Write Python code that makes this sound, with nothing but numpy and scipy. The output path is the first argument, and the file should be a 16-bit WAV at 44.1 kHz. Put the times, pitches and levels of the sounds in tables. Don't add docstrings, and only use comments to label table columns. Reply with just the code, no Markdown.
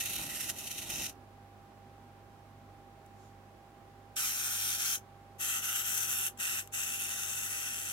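import sys
import numpy as np
from scipy import signal
from scipy.fft import rfft, irfft, next_fast_len
from scipy.io import wavfile
from scipy.ndimage import uniform_filter1d, map_coordinates

SR = 44100
rng = np.random.default_rng(int(sys.argv[2]) if len(sys.argv) > 2 else 0)


def master(y):
    cut = np.clip(np.atleast_2d(y).T, -1, 1)
    pcm = np.round(cut * 32767)
    wavfile.write(sys.argv[1], SR, pcm.astype(np.int16))


N = 349272
TIME = np.arange(N) / SR

# frequency in Hz, relative level in dB.
AIR_COLOUR = [(25, -18), (55, -3), (110, 0), (180, -5.5), (205, 4.5), (225, -3.5), (242, 5), (275, -2.5),
              (370, 0), (460, -8.5), (660, -1.5), (1000, -6), (2500, -16.5), (4500, -23), (8500, -28),
              (15500, -29.5)]
# frequency in Hz, left minus right in dB.
SIDE_LEAN = [(60, -3), (200, -2), (380, -6), (800, -4), (2400, -1.5), (8000, -1)]
# frequency in Hz, level in dB.
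HUM_TONES = [(48.7, -69), (98.4, -75.5), (99.9, -61), (141, -81.5), (145.3, -70), (200, -76), (376, -75),
             (394.5, -76.5), (422, -81), (494, -76.5), (542, -79.5), (797.7, -61.5), (1125, -82.5),
             (1595, -85.5)]
# frequency in Hz, relative level in dB.
CLOTH_COLOUR = [(1500, -30), (3200, -10), (5200, -7), (7000, 0), (8000, -9), (11800, -11), (15000, -28)]
# frequency in Hz, relative level in dB.
RUMBLE_COLOUR = [(30, -23), (50, -1), (80, 0), (115, 2.5), (150, 1), (250, 0.5), (350, -0.5), (460, -13.5),
                 (600, -4.5), (900, -6.5), (1050, -16), (1400, -11.5), (2500, -41)]
# time in seconds, strength in dB.
JOINT_BUMPS = [(.195, 0), (0.511, -2), (.795, 5), (1.0, -10)]
# time in seconds, relative strength in dB.
RAIL_JOLTS = [(0.009, 8), (.054, -7), (.098, -9), (.195, -4.5), (.353, -8), (.41, 4.5), (0.499, 12.5),
              (.587, 1), (.712, 10), (.784, 8.5), (.903, -6), (.958, -4), (1.096, 11)]
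# start in seconds, teeth per second,
# relative gear level in dB, rumble level in dB, band aimed at the microphones in Hz, its boost in dB.
TRACK_STRETCHES = [(0, 108.1, -39, -54.5, 3900, 4.5), (.17, 99.92, -40.5, -53.5, 4200, 3),
                   (.35, 91.8, -39, -54, 4860, 2.5), (.515, 72.33, -43.5, -58.3, 4000, 3.5),
                   (.89, 83.68, -37, -51, 5900, 5)]
SHELL_MODES = [(1405, 266, -14, -5.5, -12, -3, -9.5, -0.5), (1929, 276, -4.5, -4.5, -10, -5.5, -6.5, -0.5),
               (2427, 730, -14, -8, -18, -4, -11.5, -31), (2698, 406, -3, -0.5, -10, -6.5, -1, 2),
               (3096, 505, -6.5, -4.5, -3, -6, -0.5, -25), (3640, 296, -16, -1.5, -4.5, -27, -13.5, -5.5),
               (3906, 500, -0.5, -9.5, -10.5, -10.5, -10, -41), (4457, 230, -4, -7, -5, -37, -11.5, -14.5),
               (5140, 570, -8, -15, -9, -12, -25, -10.5), (5540, 450, -9, -5, -1.5, -8, -3.5, -16.5),
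               (5920, 500, -1.5, -11, -1.5, -12, 0.5, -8), (6370, 680, -8, -1.5, 0, -10.5, 0.5, -38),
               (7010, 600, -0.5, -12, -2.5, -9, -3.5, -2.5), (7624, 530, -11, -2.5, -11, -0.5, 4, -4.5),
               (8305, 420, -11, 1.5, -8, -4, 0, -30), (9060, 910, -5.5, -11, -4, -6.5, -13, -2),
               (9590, 580, -10, -6.5, -9, -2, -1, -27), (10340, 690, -10, 1, -4.5, -20, -8.5, -9),
               (11230, 1200, -12, -2, -18, 0.5, -17, -2), (12400, 1300, -8, -2, -5.5, -9, -2.5, -15),
               (12870, 1140, -5, -7, -4, -9, -8.5, -15), (13700, 1500, -14, -11, -13, -12, -13, -11),
               (15200, 1700, -14, -22, -8.5, -17, -12, -11)]
# time in seconds, relative strength in dB.
TOOTH_SLIPS = [(3.059, -27), (6.372, -12), (6.674, -17)]
# time in seconds, depth in dB.
GEAR_SNAGS = [(.538, 9.5), (4.776, 6), (5.612, 4.5), (5.83, 4.5), (6.075, 2.5), (6.975, 1.5), (7.168, 2)]
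# start and stop in seconds, base level in dB,
# fade-in in seconds, braking in dB per second, pose, band aimed at the microphones in Hz, boost in dB.
FREE_RUNS = [(4.156, 4.956, -32, .011, 650, 1, 6100, 2.5), (5.378, 6.28, -31.5, 0.037, 652, 2, 12040, 4),
             (6.375, 6.596, -32, 0.03, 400, 2, 4060, 3), (6.712, 7.93, -32.5, 0.032, 425, 2, 10200, 2.5)]
# time in seconds, distance in cm, delay of the table's echo in ms.
TRAIN_PATH = [(1.1, 17, 0.34), (4.16, 16, 0.535), (4.35, 19.6, 1.11), (4.9, 11.4, 1.17), (5.45, 17.2, 1.53),
              (5.92, 13.2, 1.196), (6.2, 13.6, 1.09), (6.9, 16.3, 1.11), (7.25, 13.9, 1.09),
              (7.9, 14.7, 1.18)]

STALL_S = 1.064
FREE_TEETH_PER_S, UNWIND_HZ_PER_S = 365.5, 47
REFERENCE_CM = 14.36


def undb(db):
    return np.exp(np.asarray(db) * (np.log(10) / 20))


def unit(x):
    return x / np.sqrt(np.mean(x ** 2) + 1e-20)


def curve(rows, at):
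    return np.interp(at, *np.transpose(rows))


def colour(points, hz):
    point_hz, value = np.transpose(points)
    return np.interp(np.log(hz + 1e-3), np.log(point_hz), value)


def wander(t, rate):
    knots = rng.standard_normal(8192)
    return 1.2 * np.interp(t * rate, np.arange(len(knots)), knots)


def span(start, stop):
    return TIME[(TIME >= start) & (TIME <= stop)]


def place(t, sound):
    start = int(round(t[0] * SR))
    return np.pad(sound, ((0, 0), (start, N - start - len(t))))


def stereo_noise(points, apart_hz):
    length = next_fast_len(N)
    hz = np.fft.rfftfreq(length, 1 / SR)
    alike = .84 / (1 + (hz / apart_hz) ** 4)
    mid, side = rfft(rng.standard_normal((2, length)))
    sign = np.array([[1], [-1]])
    both = mid * np.sqrt(1 + alike) + sign * side * np.sqrt(1 - alike)
    shape_db = colour(points, hz) + sign * colour(SIDE_LEAN, hz) / 2
    return unit(irfft(both * undb(shape_db), length)[:, :N])


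def room_tone(air_db=-58, waver_db=0.8, drift_hz=0.34):
    out = stereo_noise(AIR_COLOUR, apart_hz=950) * undb(air_db)
    drift = drift_hz * wander(TIME, 6.13)
    for hz, db in HUM_TONES:
        phase = 2 * np.pi * np.cumsum(hz + drift) / SR
        lean_db = np.array([[1], [-1]]) * colour(SIDE_LEAN, hz) / 2
        tone = np.sqrt(2) * np.sin(phase) * undb(waver_db * wander(TIME, 5))
        out = out + tone * undb(db + lean_db)
    return out


def wall_echo(sound, fade_s=0.099, echo_db=-20):
    t = TIME[:SR // 2]
    tail = rng.standard_normal((2, len(t))) * undb(-60 * t / fade_s) * (t > .005)
    tail /= np.sqrt(np.sum(tail ** 2, axis=1, keepdims=True))
    return undb(echo_db) * signal.fftconvolve(sound, tail, axes=1)[:, :N]


def table_echo(sound, echo_db=-12.0, right_later_ms=0.08):
    delay_ms = curve([(s, ms) for s, _, ms in TRAIN_PATH], TIME) + np.array([[0], [right_later_ms]])
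    read_at = np.arange(N) - delay_ms * SR / 1000
    delayed = [map_coordinates(channel, [at], order=3) for channel, at in zip(sound, read_at)]
    return undb(echo_db) * np.array(delayed)


def sleeve(at_s=3.24, swell_s=0.082, db=-70):
    swell = np.exp(-((TIME - at_s) / swell_s) ** 2)
    return stereo_noise(CLOTH_COLOUR, apart_hz=2000) * swell * undb(db)


def track_setting(t, column, settle_s=0.021):
    rows = np.array(TRACK_STRETCHES)
    under_train = np.searchsorted(rows[1:, 0], t)
    return uniform_filter1d(rows[under_train, column], int(settle_s * SR))


def flare(t, knocks, rise_s, fade_s, db=0):
    return 1 + sum(undb(strength + db) * np.exp(-np.maximum((s - t) / rise_s, (t - s) / fade_s))
                   for s, strength in knocks)


def track_rumble(rough_db=1.5, stop_db_per_s=115):
    stall_db = stop_db_per_s * np.maximum(TIME - STALL_S, 0)
    db = track_setting(TIME, column=3) - stall_db + rough_db * wander(TIME, 60.2)
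    bumps = flare(TIME, JOINT_BUMPS, rise_s=.008, fade_s=0.049)
    return stereo_noise(RUMBLE_COLOUR, apart_hz=1100) * bumps * undb(db)


def escapement(t, speed, jitter, tock_db, scatter_db):
    beats_so_far = 2 * np.cumsum(speed * (1 + .015 * wander(t, 25))) / SR
    timing, strength = rng.standard_normal((4096, 2))[:int(beats_so_far[-1])].T
    beat = np.arange(len(timing))
    times = np.interp(beat + jitter * timing, beats_so_far, t)
    return times, undb(tock_db * (beat % 2) + scatter_db * strength)


def loose_teeth(t, per_second, size_db, scatter_db):
    length_s = t[-1] - t[0]
    when, chance = rng.random((12000, 2))[:int(per_second * length_s)].T
    force = np.minimum(-np.log(1 - chance), 5)
    return t[0] + when * length_s, undb(size_db + scatter_db * force)


def snags(t, dip_s=0.019):
    return undb(-sum(depth * np.exp(-((t - s) / dip_s) ** 2) for s, depth in GEAR_SNAGS))


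def shell_ring(t, impacts, pose, lag_ms, apart_hz, beam_hz=1, beam_db=0):
    mix_spread, sway_db, travel_ms, beam_octaves = 0.21, 1.53, .35, 0.18
    times, sizes = np.concatenate(impacts, axis=1)
    mic_db = np.array(SHELL_MODES)[:, 2:].reshape(-1, 3, 2)[:, pose]
    length = next_fast_len(len(t) + 1024)
    hz = np.fft.rfftfreq(length, 1 / SR) + 1e-3
    right_lag = np.exp(-2j * np.pi * hz * np.array([[0], [lag_ms]]) / 1000)
    spectrum = 0
    for k, (centre, width, *_) in enumerate(SHELL_MODES):
        chance = rng.standard_normal((16000, 4))[:len(times)].T
        arrival = times + travel_ms * np.abs(chance[3]) / 1000
        sample = np.clip(((arrival - t[0]) * SR).astype(int), 0, len(t) - 1)
        weights = np.sign(chance[:3]) + mix_spread * chance[:3]
        alike = 1 / (1 + (centre / apart_hz) ** 2)
        mix = np.sqrt(alike) * weights[0] + np.sqrt(1 - alike) * weights[1:]
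        aim_db = beam_db * np.exp(-(np.log2(centre / beam_hz) / beam_octaves) ** 2)
        boost_db = np.broadcast_to(aim_db, t.shape)[sample] + sway_db * wander(times, 6)
        knocks = sizes * undb(boost_db) * mix
        force = np.array([np.bincount(sample, side, length) for side in knocks])
        steepness, lag = (1.31, 1) if k == 0 else (2, right_lag)
        mode = 1 / (1 + 1j * (hz / centre - centre / hz) * centre / width) ** steepness
        spectrum = spectrum + rfft(force) * mode * undb(mic_db[k])[:, None] * lag
    return unit(irfft(spectrum, length)[:, :len(t)])


def tooth_slip(start, db, fade_s=0.0058, gain_db=-33):
    t = span(start, start + 0.015)
    knocks = loose_teeth(t, per_second=1500, size_db=0, scatter_db=5.5)
    chatter = shell_ring(t, [knocks], pose=2, lag_ms=0.21, apart_hz=6000)
    return place(t, chatter * np.exp(-(t - start) / fade_s) * undb(db + gain_db))


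def gears_on_track(shake_db=1.52, stop_db_per_s=439, gain_db=1.5):
    t = span(0, STALL_S + .15)
    speed, gear_db, beam_hz, beam_db = (track_setting(t, column) for column in (1, 2, 4, 5))
    times, sizes = loose_teeth(t, per_second=6000, size_db=-6, scatter_db=1.5)
    jolts = flare(t, RAIL_JOLTS, rise_s=0.0033, fade_s=0.0063, db=-3)
    load = undb(shake_db * wander(t, 109.8)) * jolts
    chatter = times, sizes * np.interp(times, t, load)
    ticks = escapement(t, speed, jitter=.2, tock_db=-3, scatter_db=4)
    gears = shell_ring(t, [ticks, chatter], pose=0, lag_ms=-0.034, apart_hz=2920,
                       beam_hz=beam_hz, beam_db=beam_db)
    stall_db = stop_db_per_s * np.maximum(t - STALL_S, 0)
    return place(t, gears * snags(t) * undb(gear_db - stall_db + gain_db))


def free_speed(t):
    turned_s = sum(np.clip(t - start, 0, stop - start) for start, stop, *_ in FREE_RUNS)
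    return FREE_TEETH_PER_S - UNWIND_HZ_PER_S * turned_s


def free_run(start, stop, db, fade_in_s, brake_db_per_s, pose, beam_hz, beam_db, flutter_db=0.78):
    t = span(start, stop + .1)
    speed = free_speed(t)
    ticks = escapement(t, speed, jitter=.15, tock_db=1, scatter_db=0.75)
    chatter = loose_teeth(t, per_second=2600, size_db=-11.5, scatter_db=2.0)
    whirr = shell_ring(t, [ticks, chatter], pose, lag_ms=0.23, apart_hz=8000,
                       beam_hz=beam_hz, beam_db=beam_db)
    speed_db = 6.5 * np.log2(speed / FREE_TEETH_PER_S)
    brake_db = brake_db_per_s * np.maximum(t - stop, 0)
    level_db = db + speed_db - brake_db + flutter_db * wander(t, 55)
    fade_in = np.minimum((t - start) / fade_in_s, 1) ** 2
    nearness = REFERENCE_CM / curve([(s, cm) for s, cm, _ in TRAIN_PATH], t)
    return place(t, whirr * fade_in * nearness * snags(t) * undb(level_db))


def scene():
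    train = gears_on_track() + sum(free_run(*row) for row in FREE_RUNS)
    train += sum(tooth_slip(*row) for row in TOOTH_SLIPS)
    return train + table_echo(train) + wall_echo(train) + track_rumble() + sleeve() + room_tone()


def record(dry):
    return signal.sosfilt(signal.ellip(12, .2, 75, 15850, fs=SR, output="sos"), dry)


dry = scene()
out = record(dry)
master(out)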